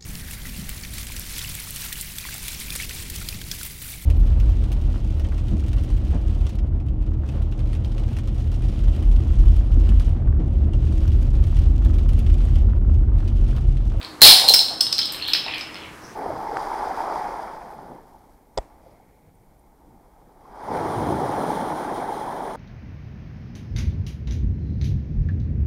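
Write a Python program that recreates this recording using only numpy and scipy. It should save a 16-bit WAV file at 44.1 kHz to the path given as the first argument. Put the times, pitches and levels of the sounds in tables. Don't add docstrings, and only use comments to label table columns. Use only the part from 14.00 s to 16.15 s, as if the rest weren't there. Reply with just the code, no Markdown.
import sys
import numpy as np
from scipy import signal
from scipy.fft import rfft, irfft
from scipy.io import wavfile

SR = 44100
rng = np.random.default_rng(int(sys.argv[2]) if len(sys.argv) > 2 else 0)


def unload_audio(sound):
    columns = np.transpose(np.atleast_2d(sound))
    steps = np.round(np.clip(columns, -1, 1) * 32767)
    wavfile.write(sys.argv[1], SR, steps.astype(np.int16))


N = 94815
TIME = np.arange(N) / SR
FREQ = np.maximum(np.arange(N + 1) * SR / (2 * N), 1)


def amp(db):
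    return 10 ** (np.asarray(db) / 20)


def unit(x):
    return x / np.sqrt(np.mean(x ** 2))


def along(points, hz):
    f, v = np.array(points).T
    return np.interp(np.log(hz), np.log(f), v)


def noise(gain):
    return unit(irfft(rfft(rng.standard_normal(2 * N)) * gain)[:N])


def blows(hits, tones, blur, blur_db, blur_fade_s, scatter, size=8192):
    out, t = np.zeros(N + size), TIME[:size]
    hz, db, fade_s = np.array(tones).T[:, :, None]
    centre_hz = hz.mean()
    freq = np.maximum(np.fft.rfftfreq(size, 1 / SR), 1)
    colour = unit(amp(along(blur, freq)))
    octaves = np.clip(np.log2(freq / centre_hz), -1, 2)
    rise = 1 - np.exp(-(t * centre_hz / 1.41) ** 2)
    for start, level_db, ring, brightness in hits:
        decay = -np.log(1000) * t / max(ring, .1)
        pitch = hz * (1 + scatter * rng.standard_normal(hz.shape))
        gain = amp(db + brightness * np.log2(hz / centre_hz))
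        ringing = gain * np.sin(2 * np.pi * pitch * t) * np.exp(decay / fade_s)
        rough = irfft(rfft(rng.standard_normal(size)) * colour * amp(brightness * octaves))
        rough *= np.exp(decay / blur_fade_s)
        i = int(start * SR)
        out[i:i + size] += amp(level_db) * rise * (ringing.sum(0) + amp(blur_db) * rough)
    return out[:N]


# f/Hz, fade/s
ROOM_FADE = [(200, 0.86), (900, 1.41), (2500, 0.69), (4500, 0.79), (8000, 0.86), (15000, 0.39)]

def room(x, echo_db, direct_db=0, bands=12):
    wall_delay_s, early_s, early_db = 0.007, 0.067, 10.5
    spectrum, tail = rfft(rng.standard_normal(2 * N)), 0
    centres = np.geomspace(150, 16000, bands)
    for hz, share in zip(centres, np.eye(bands)):
        band = irfft(spectrum * np.interp(FREQ, centres, share))[:N]
        tail = tail + band * np.exp(-np.log(1000) * TIME / along(ROOM_FADE, hz))
    tail *= 1 - np.exp(-(TIME / wall_delay_s) ** 2)
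    tail *= 1 + amp(early_db) * np.exp(-TIME / early_s)
    echo = signal.fftconvolve(x, unit(tail) / np.sqrt(N))[:N]
    return amp(direct_db) * x + amp(echo_db) * echo


# f/Hz, relative level/dB
AIR_COLOUR = [(25, -8), (45, -4.5), (75, 3.5), (150, 0.5), (310, 2), (600, -2), (1000, -0.5), (1700, -4.5),
              (3200, -18.5), (6000, -19.5), (10000, -22.5), (15500, -30.5)]

def air():
    air_db, hum_db, hum_hz = -42, -52, 311.5
    hum = noise(1 / (1 + ((FREQ - hum_hz) / 14) ** 2))
    return amp(air_db) * noise(amp(along(AIR_COLOUR, FREQ))) + amp(hum_db) * hum


# t/s, level/dB, ring/times, brightness/(dB per octave)
CLACK_HITS = [(.014, -25, .7, 10), (.2335, -2.5, 2, 26.5), (.263, 6.5, 0.81, 20.5), (.271, -3, 1.3, 19.5),
              (1.335, -14, 1.2, 17.5), (1.482, -22.5, 1.8, -10), (1.537, -18.5, 2.05, -2.5),
              (1.544, -30, 0.77, 20.5), (1.569, -28.5, 1.9, -3), (1.755, -24, 1.2, -8),
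              (1.835, -32, 0.59, -2)]
# f/Hz, level/dB, fade/s
STICK_TONES = [(2177, -3, 0.0056), (2480, -2, 0.012), (3070, -1.5, 0.0041)]
# f/Hz, level/dB
STICK_BLUR = [(200, -21), (1200, -8), (1900, -5), (2500, 5.5), (3100, 4), (4300, 4), (5400, -18),
              (6500, -42.5), (15000, -49)]

def stick_rattle():
    clacks = blows(CLACK_HITS, STICK_TONES, STICK_BLUR, blur_db=-3, blur_fade_s=0.014, scatter=0.048)
    return room(clacks, echo_db=1.5)


# t/s, level/dB, ring/times, brightness/(dB per octave)
EDGE_HITS = [(.029, -48, 1.63, -18), (.398, -17, 0.64, -8), (.655, -47, 1.3, 2), (1.1228, -27, 1.5, -2),
             (1.2803, -31, 1.44, -1), (1.334, -33, 1.3, 6), (1.582, -35, 0.62, -17)]
# f/Hz, level/dB, fade/s
EDGE_TONES = [(8350, 0, 0.00545), (10320, -1.5, 0.0058), (12150, 8, 0.003), (13600, 4, 0.0044)]
# f/Hz, level/dB
EDGE_BLUR = [(500, -27.5), (3000, -1.5), (5000, -1), (6600, -22.5), (8000, -1.5), (10000, -22.5),
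             (13500, -1), (15500, -8)]

def edge_ticks():
    ticks = blows(EDGE_HITS, EDGE_TONES, EDGE_BLUR, blur_db=2.5, blur_fade_s=0.012, scatter=0.0293)
    return room(ticks, echo_db=0.5)


# t/s, level/dB, ring/times, brightness/(dB per octave)
LOW_HITS = [(.0478, -17, 0.2, 2), (.0528, -28, 0.2, -28), (.209, -26, 2.4, 5), (.2172, 11.5, 1.06, 9.5),
            (.222, 8.5, 0.46, 10), (.2305, 12.5, 0.68, -11.5), (.249, 7, 0.74, -0.5),
            (.256, -2.5, 0.36, 8.5), (.279, 1.5, 0.46, 13), (.481, -10, 1.9, 5), (.4862, -4.5, 1.9, 3.5),
            (.4945, -3, 1.34, 7), (.592, -2.5, 0.73, 0), (.683, -16.5, 1.24, -9), (.8675, -13, 0.46, -13),
            (.9818, -10, 0.63, 4.5), (1.03, -13, 0.39, -3), (1.1455, -19, 0.9, -24),
            (1.2232, -18.5, 1.2, -16), (1.285, -12, 0.74, -18.5)]
# f/Hz, level/dB, fade/s
LOW_TONES = [(3250, -16.5, .012), (3929, -13.5, 0.042), (4145, -0.5, 0.036), (4256, -4.5, 0.036),
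             (4360, -27.5, 0.018)]
# f/Hz, level/dB
LOW_BLUR = [(150, -18), (1200, -20.5), (2300, -13), (3100, 2), (4300, 4), (5500, -4.5), (6300, -10.5),
            (7800, -11), (9100, -7.5), (10800, -15), (12200, -13), (13300, -14), (15500, -14)]
# t/s, level/dB
LOW_DIRECT = [(.5, -0.5), (.8, -2), (1.3, -2.5)]

def low_piece():
    bounces = blows(LOW_HITS, LOW_TONES, LOW_BLUR, blur_db=-7.5, blur_fade_s=0.017, scatter=0.012)
    return room(bounces, echo_db=-2, direct_db=np.interp(TIME, *np.array(LOW_DIRECT).T))


# t/s, level/dB, ring/times, brightness/(dB per octave)
KNOCK_HITS = [(.218, -3, 0.69, 12), (.25, -9, 1.18, -13), (.29, -9, 0.82, 12), (.418, -21, 1.1, -4),
              (.44, -19.5, 1.25, -3.5), (.474, -24, 1.16, -2), (.502, -26.5, 1.2, -21), (.6, -34, 1.4, -13),
              (.708, -31, 1.24, 3), (1.462, -25, 1.09, -2)]
# f/Hz, level/dB, fade/s
KNOCK_TONES = [(624, -5.5, .04), (757, 6, 0.032), (903, 1, 0.036)]
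# f/Hz, level/dB
KNOCK_BLUR = [(100, -17.5), (300, -12.5), (550, 3.5), (800, 10), (1050, -2.5), (1400, -6), (3000, -26),
              (8000, -42.5)]

def hollow_knocks():
    knocks = blows(KNOCK_HITS, KNOCK_TONES, KNOCK_BLUR, blur_db=-1, blur_fade_s=0.031, scatter=0.055)
    return room(knocks, echo_db=-3)


# t/s, level/dB, ring/times, brightness/(dB per octave)
HIGH_HITS = [(.231, 3, 1.2, 8.5), (.252, 16, 0.36, 19), (.5377, 5, 2.1, -0.5), (.5421, 0.5, .6, 19.5),
             (.5475, -5.5, 0.8, -10), (.8069, -5, 1.65, -1), (.8094, -0.5, 0.83, 9.5),
             (.9256, -10.5, 1.2, 7), (.9276, -2, 0.8, 0), (.9893, -5.5, 1.7, -6), (1.055, -21.5, 2.1, 11),
             (1.3341, -4.5, 1.05, -5.5), (1.349, -13, 0.42, -24.5), (1.481, -23, 0.65, -9),
             (1.6103, -21.5, 2.1, -12), (1.744, -30.5, 0.83, 8)]
# f/Hz, level/dB, fade/s
HIGH_TONES = [(3790, -25.5, 0.0055), (4500, -9.5, .012), (5068, -5, 0.018), (5171, -7, 0.037)]
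# f/Hz, level/dB
HIGH_BLUR = [(150, -37), (1200, -12.5), (2500, -8), (3700, 3.5), (5200, 10), (6100, -39), (7400, -12),
             (8400, -5), (9900, -15.5), (11000, -26), (12050, -16), (13000, -35.5), (15400, -21.5)]

def high_piece():
    bounces = blows(HIGH_HITS, HIGH_TONES, HIGH_BLUR, blur_db=-9.5, blur_fade_s=0.023, scatter=0.008)
    return room(bounces, echo_db=-3)


# t/s, level/dB, f/Hz
TUMBLE = [(1.0, -36, 3650), (1.12, -41.5, 3350), (1.189, -46, 3260), (1.22, -35, 3310), (1.321, -33, 3340),
          (1.42, -39.5, 3370), (1.50, -33.5, 2700), (1.56, -40.5, 2560), (1.62, -43, 2492),
          (1.72, -46, 2780), (1.77, -46.5, 2860), (1.86, -47, 2400), (1.91, -67, 2370)]

def tumble(size=512):
    taps_per_s, scatter_db, fade_s = 240, 5.5, 0.0043
    when, db, centre_hz = np.array(TUMBLE).T
    taps, t = np.zeros(N + size), TIME[:size]
    swell_and_fade = t * np.exp(-np.log(1000) * t / fade_s)
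    count = int((when[-1] - when[0]) * taps_per_s)
    for k, (late, strength, detune) in enumerate(rng.standard_normal((count, 3))):
        start = when[0] + (k + 0.45 * late) / taps_per_s
        hz = np.interp(start, when, centre_hz) * np.exp(0.16 * detune)
        i = int(start * SR)
        taps[i:i + size] += amp(scatter_db * strength) * np.sin(2 * np.pi * hz * t) * swell_and_fade
    taps /= np.std(taps[int(when[0] * SR):int(when[-1] * SR)])
    return room(taps[:N] * amp(np.interp(TIME, when, db)), echo_db=0.5)


# t/s, level/dB
SCRAPE_LEVEL = [(2.009, -67), (2.045, -50), (2.071, -49.5), (2.084, -51), (2.105, -55), (2.15, -60.5)]

def scrape():
    start_hz, rise_hz_per_s, width_hz = 5550, 1700, 1360
    when, db = np.array(SCRAPE_LEVEL).T
    hz = start_hz + rise_hz_per_s * np.maximum(TIME - when[0], 0)
    low_noise = noise(1 / (1 + (2 * FREQ / width_hz) ** 4))
    hiss = low_noise * np.sin(2 * np.pi * np.cumsum(hz) / SR)
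    return unit(hiss) * amp(np.interp(TIME, when, db)) * (TIME > when[0])


def scene():
    faint_sounds = air() + scrape()
    pieces = low_piece() + high_piece() + edge_ticks()
    clatter = hollow_knocks() + stick_rattle() + tumble()
    return (faint_sounds + pieces + clatter)[None]


def record(dry):
    top_hz = 15720
    clipped = np.clip(dry, -1, 1)
    return signal.sosfilt(signal.ellip(10, .1, 70, top_hz, fs=SR, output="sos"), clipped)


dry = scene()
out = record(dry)
unload_audio(out)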